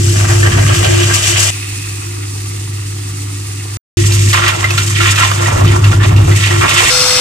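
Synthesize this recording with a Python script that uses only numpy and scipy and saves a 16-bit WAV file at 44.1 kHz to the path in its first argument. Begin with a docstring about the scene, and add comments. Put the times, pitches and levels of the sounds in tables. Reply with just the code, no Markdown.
"""Water sloshes, slaps and sprays inside the plastic drum of a pond filter, heard in four hard-cut shots.
Hiss of droplets and ringing bubbles make the water; the air of the drum rings along in many modes.
The pump hums at twice the mains rate, over a drum boom and a rumble of flow.
The second shot is quieter and farther off, a short silence follows it, and the last faces the gushing outlet,
with a whine. Two microphone ports hear each shot with their own levels and phases."""
import sys
import numpy as np
from scipy import signal
from scipy.fft import rfft, irfft, next_fast_len
from scipy.io import wavfile
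from scipy.ndimage import uniform_filter1d

SR = 44100
rng = np.random.default_rng(int(sys.argv[2]) if len(sys.argv) > 2 else 0)


def master_out(mix):
    """Clip the mix to full scale and print it as 16-bit PCM to the path in sys.argv[1]."""
    frames = np.transpose(np.atleast_2d(mix))
    ceiling = np.clip(frames, -1, 1)
    pcm = np.round(ceiling * 32767).astype(np.int16)
    wavfile.write(sys.argv[1], SR, pcm)


N = 317652
SLOW_STEP = 40   # samples between the points of a slow control curve


def amp(db):
    """Gain of a level in dB."""
    return 10 ** (np.asarray(db) / 20)


def rms_one(x):
    """Scaled to rms 1."""
    return x / np.sqrt(np.mean(x ** 2) + 1e-20)


# The four shots at the filter. Each row: start in seconds, end in seconds.
SHOT_TIMES = [(0, 1.505), (1.505, 3.771), (3.971, 6.903), (6.903, 7.21)]


def during(*shots):
    """1 while one of the numbered shots runs, 0 elsewhere."""
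    t = np.arange(N) / SR
    return sum((t >= SHOT_TIMES[k][0]) & (t < SHOT_TIMES[k][1]) for k in shots)


def in_time(shots):
    """The columns of per-shot tables, sample by sample, jumping at the cuts."""
    t = np.arange(N) / SR
    out = np.zeros((len(shots[0][0]) - 1, N))
    for rows, (start, end) in zip(shots, SHOT_TIMES):
        s, *columns = np.transpose(rows)
        from_here = t >= start
        out[:, from_here] = [np.interp(t[from_here], s, column) for column in columns]
    return out


def at_hz(points, hz):
    """A table of frequency and value, read on a log-frequency axis."""
    table_hz, value = np.array(points).T
    return np.interp(np.log(hz), np.log(table_hz), value)


def every_sample(slow):
    """A slow control curve read at every sample."""
    return np.interp(np.arange(N) / SLOW_STEP, np.arange(len(slow)), slow)


def slow_time():
    """Times in seconds of the points of a slow control curve."""
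    return np.arange(N // SLOW_STEP + 2) * SLOW_STEP / SR


def drift(rate_hz):
    """Slow random wandering of rms 1: noise through two equal one-pole low-passes."""
    r = np.exp(-2 * np.pi * rate_hz * SLOW_STEP / SR)
    settle = 2000   # points dropped while the filter settles
    noise = rng.standard_normal(N // SLOW_STEP + 2 + settle)
    slow = signal.lfilter([1], [1, -2 * r, r * r], noise)[settle:]
    return every_sample(rms_one(slow))


def grid(length=N):
    """Padded transform length and its frequencies in Hz."""
    size = next_fast_len(length + SR // 4, real=True)
    size += size % 2
    return size, np.maximum(np.arange(size // 2 + 1) * SR / size, 1)


def narrow_noise(centre_hz, width_hz):
    """Two independent noises, each twice through one resonance."""
    size, hz = grid()
    resonance = 1 / (1 + 2j * (hz - centre_hz) / width_hz) ** 2
    white = rfft(rng.standard_normal((2, N)), size)
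    return rms_one(irfft(white * resonance, size)[:, :N])


def surges(start_s, hold_s, attack_s, fade_db_per_s):
    """Power of each event on the slow curve: a rise, a hold at 1, a steady fade in dB."""
    age = slow_time() - start_s[:, None]
    fading_s = np.maximum(age - attack_s - hold_s[:, None], 0)
    return np.clip(age / attack_s, 0, 1) ** 2 * amp(-2 * fade_db_per_s * fading_s)


def churn(grains_per_s, spread_db, bed_db):
    """Droplet impacts of uneven size over a bed of noise: one common draw and one for each side."""
    sizes = amp(spread_db * np.minimum(rng.exponential(1, N), 4))
    born = rng.random(N) < grains_per_s / SR
    noise = rng.standard_normal((3, N))
    grains = signal.lfilter([1], [1, -.9], sizes * born)   # each drop hisses for a fraction of a ms
    return rms_one((rms_one(grains) + amp(bed_db)) * noise)


def bubbles(per_s, low_hz, high_hz, cycles, rise, spread_db):
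    """Trapped air rings a few cycles, its pitch rising as it nears the surface."""
    draws = rng.random((int(per_s * N / SR), 3))
    when, where, luck = draws[:, :1], draws[:, 1:2], draws[:, 2:]
    ticks = np.arange(SR // 40)
    turns = low_hz * (high_hz / low_hz) ** where * ticks / SR
    size_db = -spread_db * np.log(np.maximum(luck, .05))
    size = amp(size_db - 60 * turns / cycles)   # down 60 dB after the given cycles
    rings = size * np.sin(2 * np.pi * turns * (1 + rise * turns / cycles))
    at = (when * N).astype(int) + ticks
    return rms_one(np.bincount(at.ravel(), rings.ravel(), N + SR)[:N])


# Steady wash between the sloshes, a list for each shot. Each row: time in seconds,
# then the relative levels of gulp, glug, splash and spray in dB.
WASH = [
    [(0.0, -48, -37.5, -32.5, -25.5), (0.2, -30.5, -29, -28.5, -22), (0.65, -32, -27, -32.5, -25.5),
     (1.0, -29.5, -25.5, -22.5, -22), (1.33, -35, -29.5, -24, -23), (1.5, -31, -28.5, -22, -18)],
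    [(1.51, -47, -45.5, -31.5, -29.5), (2.05, -46.5, -43, -38, -32), (2.5, -45.5, -46.5, -39, -32.5),
     (3.77, -46, -45.5, -38.5, -32.5)],
    [(3.98, -41, -42, -29.5, -23), (4.3, -43.5, -42.5, -27, -24.5), (4.6, -32.5, -31, -28, -29),
     (4.9, -44, -35.5, -29, -22), (5.4, -29.5, -27, -28, -27), (5.8, -31.5, -33, -34, -33),
     (6.15, -32, -33.5, -35, -36), (6.45, -32.5, -42, -28, -28.5), (6.9, -24.5, -31, -18, -18.5)],
    [(6.91, -30, -23, -22, -14.5), (7.2, -26, -25.5, -18.5, -15)],
]


def wash_power():
    """Power of the steady wash in each of the four layers."""
    return amp(2 * in_time(WASH))


# Colour of the water, a list for each shot. Each row: frequency in Hz, relative level in dB per Hz.
WATER_COLOUR = [
    [(240, -19), (400, -8.5), (559, -5.5), (641, -7), (818, -10), (1110, -6.5), (1480, -8.5), (1600, -3.5),
     (2070, -1), (2850, 3.5), (4040, -4.5), (7660, 1), (10200, -10.5), (15200, -23)],
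    [(240, -23), (400, -7.5), (432, -18.5), (466, -17), (568, -31.5), (735, -10.5), (1350, -8), (1500, -10),
     (1950, -8.5), (2230, -5), (2480, -7), (3470, -10.5), (9200, -8), (10400, -19), (15200, -25.5)],
    [(240, -40), (400, -15), (671, -9.5), (1160, -3), (1230, -6.5), (1330, -1.5), (1550, -8), (1980, -1.5),
     (2450, -4.5), (3470, -6), (4230, -9.5), (7660, -4), (10700, -18.5), (15200, -27)],
    [(330, -36), (560, -20), (1070, -10), (1300, -6), (1890, -11), (2050, -4), (3280, -6), (3610, -2),
     (3930, -7), (4390, -2.5), (4700, -8), (5100, 0.5), (6920, -11), (7940, -7.5), (15200, -32.5)],
]
# Edges between gulp, glug, splash and spray: three frequencies [Hz].
LAYER_EDGES = 900, 1800, 4000


def layer_shapes(hz, shot):
    """Spectra of the four layers, which split the colour of the shot by power; silent below 300 Hz."""
    under = [1 / (1 + (hz / edge) ** 8) for edge in LAYER_EDGES]
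    bands = np.diff([0 * hz, *under, 1 + 0 * hz], axis=0)   # power shares that sum to one
    colour = amp(at_hz(WATER_COLOUR[shot], hz))
    return [rms_one(band * colour * (hz > 300)) for band in np.sqrt(bands)]


# Sound common to both microphone ports. Each row: frequency in Hz, share of power 0-1.
COMMON_SHARE = [(400, 0.43), (1000, 0.51), (2000, 0.77), (4000, 0.41), (8000, 0.15), (15000, 0.5)]


def spread_hiss(hiss, hz, size):
    """Hiss at the two ports, partly common and partly each port's own."""
    shared = np.clip(at_hz(COMMON_SHARE, hz), 0, 1)
    both, *own = rfft(hiss, size)
    return np.sqrt(shared) * both + np.sqrt(1 - shared) * np.array(own)


# Air modes of the drum. Each row: centre in Hz, width in Hz, phase by which left leads in radians,
# then left and right relative level in dB for each of the four shots in turn.
DRUM_MODES = [(440, 40, -2.8, -5, 3, 10, 9, -10, 4, -10, -10), (520, 40, -2.5, -4, 2, 4, 7, -10, 3, 12, 12),
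              (640, 35, 2.9, 10, -10, -1, -2, 3, 2, 6, -10), (765, 40, -2.4, 6, 2, 0, 1, 2, -1, -3, 5),
              (900, 40, 2.7, 6, 0, 0, 1, -10, 1, -2, 0), (1060, 60, -2.4, 5, 1, -10, -1, 0, 8, 1, -10),
              (1170, 50, 2.9, -1, 2, 6, 10, 1, 1, 4, -10), (1380, 80, -1.1, 1, -10, -3, 3, 9, -4, 3, 4),
              (1630, 60, -0.6, 5, 5, -10, -1, 3, -2, -6, -6), (1910, 110, -2.5, 3, 7, 6, 2, 1, 3, -10, -10),
              (2190, 50, -3.0, -8, 3, -3, -3, -10, 10, -1, -2), (2400, 90, 3.0, 3, 9, 1, -4, 1, 7, -2, -2),
              (2560, 90, 0.1, -6, 3, 9, 2, -1, 3, 7, -6), (2750, 90, 0.9, -1, 4, 7, 4, -10, 6, 0, -1),
              (3170, 90, 1.1, 3, 5, -3, 1, -2, 5, 4, 0), (3600, 120, -3.0, -3, 2, -10, 3, -10, 5, 6, 4),
              (4300, 100, -0.7, -3, -7, -10, 5, -9, -10, 9, 0),
              (5080, 200, 1.1, 1, -3, -5, -1, 4, -3, 7, 6), (5750, 250, 2.5, 9, 0, -4, -2, 2, 4, 11, -3),
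              (6700, 250, 0.9, 0, -6, 4, -3, 0, -6, -1, -10), (7480, 500, 0.7, 9, -1, 5, -1, 7, -2, 4, -6),
              (7980, 130, -2.6, 10, -1, 8, 2, 6, 1, 8, 3), (9350, 300, -1.9, 0, 9, -10, 11, -9, 11, 1, 9)]


def drum_response(hz, shot, scattered_db):
    """Resonant air modes over the scattered sound in the drum, for each side."""
    summed = np.ones((2, len(hz)), complex)
    power = amp(2 * scattered_db) * np.ones((2, len(hz)))
    for centre_hz, width_hz, lead, *db in DRUM_MODES:
        level = amp(db[2 * shot:2 * shot + 2])[:, None]
        mode = level / (1 + 2j * (hz - centre_hz) / width_hz)
        summed += mode * np.exp(.5j * lead * np.array([[1], [-1]]))
        power += np.abs(mode) ** 2
    # scattered sound fills the valleys between modes, so their powers add
    out = np.sqrt(power) * np.exp(1j * np.angle(summed))
    return out / np.sqrt(uniform_filter1d(power.mean(axis=0), size=len(hz) // 24))


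def wall_echoes(echo_db, t60_s):
    """A dying scatter of reflections for each side."""
    t = np.arange(SR // 5) / SR
    echoes = rng.standard_normal((2, len(t))) * amp(-60 * t / t60_s)
    return echoes * amp(echo_db) / np.sqrt(np.sum(echoes ** 2, axis=1, keepdims=True))


# Balance of the microphone. Each row: frequency in Hz, left over right in dB.
EAR_BALANCE = [(400, 0.5), (1000, 1.5), (2000, 1), (4000, 1), (8000, 2.5), (11000, -6), (15000, -7)]
# Phase between the two microphone ports, a list for each shot.
# Each row: frequency in Hz, phase by which right leads in radians.
PORT_PHASE = [
    [(400, 2.0), (560, 3.5), (640, 4), (760, 3.5), (1200, 1.5), (1600, 0.56), (2100, 4.5), (2800, 1.7),
     (3600, -2.4), (8000, 3)],
    [(400, -3.5), (1300, -2), (2000, -1), (3000, -1.5), (8000, -2.5)],
    [(400, 2), (560, 2.5), (640, 4.5), (760, 1.93), (1100, 2.5), (1900, -0.38), (2300, 3.66), (2800, -.6),
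     (3600, -1.5), (6000, -0.4), (8000, 3.5)],
    [(400, -1.1), (1200, -0.19), (3000, -0.93), (6000, -1.4)],
]


def microphone_ports(hz, shot, pan_db):
    """Level and phase of the water at the left and right ports."""
    level = amp((at_hz(EAR_BALANCE, hz) + pan_db) * np.array([[.5], [-.5]]))
    return level * np.exp(.5j * at_hz(PORT_PHASE[shot], hz) * np.array([[-1], [1]]))


# Brief dips heard in the low tone, as when tone and rumble beat against each other.
# Each row: time in seconds, depth in dB.
LOW_TONE_DIPS = [(.27, 4), (.52, 11), (.76, 23), (.85, 12), (4.575, 8), (4.99, 2), (5.52, 10), (5.585, 12),
                 (5.8, 9), (5.937, 12), (6.052, 10), (6.26, 26), (6.395, 8), (6.66, 1)]
DIP_HALF_WIDTH_S = 0.017


def low_tone_dips_db():
    """Bell-shaped dips in dB, as when the low tone and the rumble beat against each other."""
    s, db = np.transpose(LOW_TONE_DIPS)
    bells = np.exp(-((slow_time() - s[:, None]) / DIP_HALF_WIDTH_S) ** 2)
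    return every_sample(db @ bells)


# Partials beside the hum. Each row: multiple of its pitch, level relative to the hum in dB.
PARTIALS = [(.5, -28.5), (1.5, -31)]
HUM_HZ = 100.74


def hum(level_db):
    """Magnetic hum of the pump: a slightly wandering sine and its weak partials."""
    turn = 2 * np.pi * HUM_HZ * np.arange(N) / SR + .15 * drift(3)
    tone = np.sin(turn) + sum(amp(db) * np.sin(k * turn) for k, db in PARTIALS)
    return amp(level_db - low_tone_dips_db()) * tone


# Drum boom at rest: one relative level for each shot [dB].
BOOM_REST = -36.5, -42.5, -36, -64
# Swells of the boom. Each row: start in seconds, hold in seconds, relative level in dB.
BOOM_SWELLS = [(0, .15, -27), (.185, .04, -31), (0.286, 0.19, -25), (0.526, 0.098, -27), (0.692, 0.13, -27),
               (.885, 0.13, -20), (1.077, 0.04, -27), (1.285, 0.034, -27.5), (2.064, 0.19, -40),
               (3.965, 0.028, -18), (4.055, 0.23, -30.5), (4.35, 0.028, -35), (4.413, 0.032, -28),
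               (4.566, 0.01, -30), (4.693, 0.019, -30), (4.982, 0.053, -26), (5.374, 0.063, -27.5),
               (5.563, 0.062, -24.5), (5.65, .04, -25.5), (5.727, 0.042, -24.5), (5.976, .1, -28),
               (6.275, 0.045, -23), (6.5, .13, -24.5), (6.76, .04, -29)]
SWELL_ATTACK_S, SWELL_FADE_DB_PER_S = 0.0095, 395


def boom_gain():
    """Resting level of the shot plus the swells, added as powers."""
    s, hold_s, db = np.transpose(BOOM_SWELLS)
    added = amp(2 * db) @ surges(s, hold_s, SWELL_ATTACK_S, SWELL_FADE_DB_PER_S)
    rest = sum(amp(2 * db) * during(k) for k, db in enumerate(BOOM_REST))
    return np.sqrt(rest + every_sample(added))


BOOM_HZ = 348.2


def boom():
    """The drum's lowest air mode, a sine swelling and wavering with its own phase on each side."""
    swing = 2 * np.pi * BOOM_HZ * np.arange(N) / SR + 0.61 * drift(8.0)
    left = np.sin(swing + 0.75 + 0.3 * drift(6))
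    right = np.sin(swing - 1.1 + 0.3 * drift(6))
    return boom_gain() * np.array([left, right]) * amp(5.5 + .8 * drift(12))


# Colour of the rumble. Each row: frequency in Hz, relative level in dB per Hz.
RUMBLE_COLOUR = [(20, -16.5), (50, -0.5), (80, 2.5), (120, 6.5), (155, 3.5), (200, -9.5), (290, -7),
                 (420, -13.5), (600, -46)]


def rumble(level_db):
    """Rumble of the flow: coloured low noise of wavering level, independent on each side."""
    size, hz = grid()
    white = rfft(rng.standard_normal((2, N)), size)
    noise = rms_one(irfft(white * amp(at_hz(RUMBLE_COLOUR, hz)), size)[:, :N])
    return amp(level_db + 6.0 + 1.0 * drift(15)) * noise


# Slaps of water on the drum wall. Each row: start in seconds, relative level in dB, pitch in Hz,
# time to fall 60 dB in seconds, share that rings at the pitch 0-1.
WALL_SLAPS = [(0.159, -12, 1700, 0.065, 0.4), (0.245, -7, 800, 0.04, 0.3), (0.429, -3, 1780, 0.13, 0.64),
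              (0.463, -1.5, 1780, 0.065, 0.54), (0.52, -10, 1680, 0.12, 0.4), (0.595, -5, 1500, 0.03, 0.1),
              (0.846, -6, 2900, 0.085, 0.2), (0.85, -4, 520, 0.12, 0.3), (1.031, -5, 2780, 0.056, 0.34),
              (1.112, -8, 1580, 0.07, 0.6), (1.236, -13, 2780, 0.07, 0.2), (1.347, -9, 2320, 0.07, 0.4),
              (2.228, -19.5, 2040, 0.088, 0.3), (4.12, -8.5, 4300, 0.09, 0.07), (4.33, -3, 2500, 0.13, 0.1),
              (4.48, 1.5, 2300, 0.052, 0.1), (4.642, 2, 2030, 0.07, 0.67), (4.706, -3, 2530, 0.049, 0.4),
              (4.779, -1, 3080, 0.078, 0.3), (4.779, -8, 1370, 0.07, 0.84), (4.819, -21, 2740, 0.07, 0.4),
              (5.002, -4, 1327, 0.17, 0.4), (5.059, -4, 2260, 0.089, 0.7), (5.158, -3.5, 2495, 0.099, 0.27),
              (5.209, -5.5, 1340, 0.091, 0.8), (5.315, -1, 1180, 0.044, 0.2),
              (5.459, -4.5, 1910, 0.049, 0.5), (5.609, -6, 1050, 0.054, 0.54), (5.645, -6, 1190, 0.05, 0.5),
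              (5.677, -6.5, 3010, 0.05, 0.4), (5.764, -1.5, 1010, 0.034, 0.8),
              (5.842, -6, 2640, 0.076, 0.43), (5.93, -12, 1367, 0.076, 0.8), (6.001, -19, 1720, 0.31, 0.8),
              (6.161, -8.5, 2690, 0.05, 0.3), (6.295, -12, 1010, 0.045, 0.5),
              (6.314, -7.5, 1960, 0.12, 0.46), (6.443, -25, 2630, 0.07, 0.8),
              (6.508, -4, 1880, 0.047, 0.53), (6.612, -8, 1135, 0.08, 0.45), (6.693, -6, 2700, 0.06, 0.2)]


def slaps():
    """Each slap is a bright crack, a dying noise burst and a plop ringing at its own rising pitch."""
    out = np.zeros(N + SR)
    t = np.arange(SR // 8) / SR
    noise = rng.standard_normal((len(WALL_SLAPS), len(t)))
    bright = signal.butter(2, [900, 9000], "band", fs=SR, output="sos")
    for (s, db, centre_hz, t60_s, share), burst in zip(WALL_SLAPS, noise):
        around = signal.butter(1, [centre_hz / 1.4, centre_hz * 1.4], "band", fs=SR, output="sos")
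        crack = 0.14 * signal.sosfilt(bright, burst) * amp(-60 * t / 0.0071)
        plop = 2.0 * np.sin(2 * np.pi * centre_hz * t * (1 + 1.1 * t))
        share = np.clip(share, 0, 1)
        body = (1 - share) * rms_one(signal.sosfilt(around, burst)) + share * plop + crack
        out[round(s * SR):][:len(t)] += amp(db - 12.0 - 60 * t / max(t60_s, .01)) * body
    return out[:N]


# Sloshes in the drum. Each row: start in seconds, hold in seconds, relative level in dB,
# centre in octaves above 600 Hz.
DRUM_SLOSHES = [(0.166, 0.025, -25.5, 1.16), (0.288, .03, -22.5, 0.66), (0.448, .03, -20, 0.38),
                (0.513, 0.011, -18, 1), (0.564, 0.0078, -19, 0.69), (0.688, 0.056, -25, 1.1),
                (0.67, 0.13, -20.5, 2.76), (0.824, 0.019, -19, 0.086), (0.826, 0.027, -20.5, 2.2),
                (1.096, 0.041, -20.5, 1.5), (1.134, 0.021, -14, 3.23), (1.22, .03, -16.5, 2.8),
                (1.265, 0.017, -12, 2.9), (1.356, .03, -17, 1.47), (1.366, 0.077, -16, 3.25),
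                (4.33, 0.091, -16, 1.54), (4.434, 0.051, -14, 1.55), (4.624, 0.018, -20.5, 1.22),
                (4.69, 0.008, -23, 1.4), (4.772, 0.0062, -17.5, 2.4), (4.948, 0.041, -21, 2.2),
                (4.997, 0.12, -16, 1.85), (5.175, 0.071, -12.5, 1.76), (5.39, 0.11, -23.5, 1.5),
                (5.48, 0.13, -23, 0.17), (5.647, .05, -25, 2.32), (5.724, 0.025, -23, 0.91),
                (5.81, 0.0092, -31, 0.12), (5.835, 0.016, -22, 1.8), (5.911, 0.017, -21.5, 1.6),
                (6.004, 0.024, -23, 1.4), (6.026, 0.037, -24, 2.6), (6.157, 0.024, -27, 2.2),
                (6.09, 0.037, -32.5, 0.26), (6.156, 0.026, -36, 0.1), (6.273, .04, -23.5, 0.31),
                (6.346, 0.12, -20.5, 2.54), (6.42, 0.027, -19, 2.16), (6.496, .04, -24.5, 0.99),
                (6.607, 0.039, -18, 1.1), (6.677, .1, -14, 1.8), (6.78, 0.12, -17, 2)]
# Places of gulp, glug, splash and spray [octaves above 600 Hz].
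LAYER_PLACES = 0, 1.1, 2.2, 3.3
SLOSH_ATTACK_S, SLOSH_FADE_DB_PER_S = 0.0059, 247
DARKER_DB_PER_OCTAVE, BRIGHTER_DB_PER_OCTAVE = 11, 7   # fall-off below and above the centre


def slosh_power():
    """Power that the sloshes bring to each layer, most in the layer nearest their centre."""
    s, hold_s, db, centre = np.transpose(DRUM_SLOSHES)
    above = np.array(LAYER_PLACES)[:, None] - centre
    db = db - np.where(above > 0, BRIGHTER_DB_PER_OCTAVE, -DARKER_DB_PER_OCTAVE) * above
    added = amp(2 * db) @ surges(s, hold_s, SLOSH_ATTACK_S, SLOSH_FADE_DB_PER_S)
    return np.array([every_sample(row) for row in added])


# A ring that fades after the first cut. Each row: time in seconds, relative level in dB.
RING_FADE = [(1.505, -35), (1.95, -38), (2.2, -45), (2.6, -60)]


def fading_ring():
    """A resonant band of noise that dies away in the far shot."""
    s, db = np.transpose(RING_FADE)
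    level_db = np.interp(np.arange(N) / SR, s, db, right=-90)
    return during(1) * amp(level_db) * narrow_noise(2540, 280)


def thrum():
    """Soft low band of noise in the far shot, the same on both sides."""
    return amp(-39.5) * during(1) * narrow_noise(290.4, 35)[0]


# Character of each shot. Each row: flicker in dB before the layer's share, bubbles against the hiss in dB,
# left over right in dB.
SHOT_MOOD = [(1.17, -4, -0.8), (1, -7, -3.2), (1.82, -2.5, -3), (0.1, -22, 0)]
# Multipliers of the flicker for gulp, glug, splash and spray [ratio].
LAYER_FLICKER = 1.5, 0.91, 0.65, 0.87
SLAP_RING_DB = -4.5   # part of a slap that sets the drum's air ringing


def water():
    """Gulp, glug, splash and spray share the drum and the colour of each shot, each on its own level."""
    hiss = churn(400, 3.4, 1.3), churn(900, 6.0, 2.0), churn(2500, 3.8, 2.0), churn(5000, 4.4, 8.1)
    rings = (bubbles(60, 450, 1060, 19, 0.12, 0.75), bubbles(140, 913, 1780, 26, .15, 2.1),
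             bubbles(260, 1800, 3600, 34, 0.31, 3.9), np.zeros(N))   # the spray holds no bubbles
    flicker = [drift(25.4) + drift(18) for layer in hiss]
    gains = np.sqrt(wash_power() + slosh_power())
    hits, echoes = slaps(), wall_echoes(-11, .16)
    out = np.zeros((2, N))
    for shot, ((start, end), (flicker_db, bubble_db, pan_db)) in enumerate(zip(SHOT_TIMES, SHOT_MOOD)):
        now = slice(round(start * SR), min(round(end * SR), N))
        length = now.stop - now.start
        size, hz = grid(length)
        total = 0
        for k, shape in enumerate(layer_shapes(hz, shot)):
            gain = gains[k, now] * amp(LAYER_FLICKER[k] * flicker_db * flicker[k][now])
            total = total + shape * spread_hiss(hiss[k][:, now] * gain, hz, size)
            ringing = rfft(rings[k][now] * gain * amp(bubble_db), size)
            total = total + shape / shape.max() * ringing
        hit = rfft(hits[now], size)
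        in_drum = drum_response(hz, shot, 2.5) * (total + amp(SLAP_RING_DB) * hit)
        heard = (in_drum + hit) * microphone_ports(hz, shot, pan_db)   # slaps also arrive directly
        out[:, now] = irfft(heard * (1 + rfft(echoes, size)), size)[:, :length]
    return np.sqrt(2) * (out + fading_ring())


def whine():
    """A steady sine at the outlet in the last shot, the right side leading by 1 radian."""
    turn = 2 * np.pi * 500 * np.arange(N) / SR
    return amp(-21.5) * during(3) * np.sin(turn + np.array([[-.5], [.5]]))


# Pump, a list for each shot. Each row: time in seconds, relative hum level in dB,
# relative rumble level in dB.
PUMP_LEVELS = [
    [(0.0, -9.5, -20), (0.4, -9, -25), (0.52, -8, -16.5), (0.66, -8.5, -19.5), (0.92, -9, -24),
     (1.13, -14, -25), (1.22, -20, -35), (1.33, -16.5, -26), (1.5, -16.5, -33)],
    [(1.51, -23, -39), (1.9, -22.5, -38.5), (2.65, -20.5, -35), (3.77, -21.5, -37.5)],
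    [(3.98, -10, -21), (4.3, -8.5, -24.5), (4.34, -14.5, -27.5), (4.5, -18, -29.5), (4.65, -15, -28.5),
     (4.94, -13, -26), (5.13, -13, -24), (5.18, -15, -29.5), (5.45, -14, -25), (5.63, -5, -16.5),
     (5.76, -10, -19), (5.86, -4.5, -21), (6.03, -6.5, -17), (6.2, -5, -16.5), (6.32, -5.5, -18),
     (6.46, -11.5, -27.5), (6.6, -9.5, -23), (6.66, -25, -20.5), (6.78, -18, -30), (6.9, -28, -27)],
    [(6.91, -44, -32.5), (7.2, -63, -30.5)],
]


def pump():
    """Hum, drum boom and rumble of the flow, with the thrum of the far shot and the outlet whine."""
    hum_db, rumble_db = in_time(PUMP_LEVELS)
    tones = hum(hum_db) + boom() + whine()
    return np.sqrt(2) * tones + rumble(rumble_db) + thrum()


def scene():
    """Water over the pump."""
    return water() + pump()


def record(dry):
    """Bass is folded to the centre, the cuts are hard, peaks clip at full scale, the top is cut."""
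    mid, side = (dry[0] + dry[1]) / 2, (dry[0] - dry[1]) / 2
    mono_below = signal.butter(5, 265, "high", fs=SR, output="sos")   # Hz
    side = signal.sosfiltfilt(mono_below, side)
    cut = np.clip(np.array([mid + side, mid - side]) * during(0, 1, 2, 3), -1, 1)
    top = signal.ellip(12, .3, 60, 15200, fs=SR, output="sos")   # cutoff in Hz
    return np.clip(signal.sosfilt(top, cut), -1, 1)


dry = scene()
out = record(dry)
master_out(out)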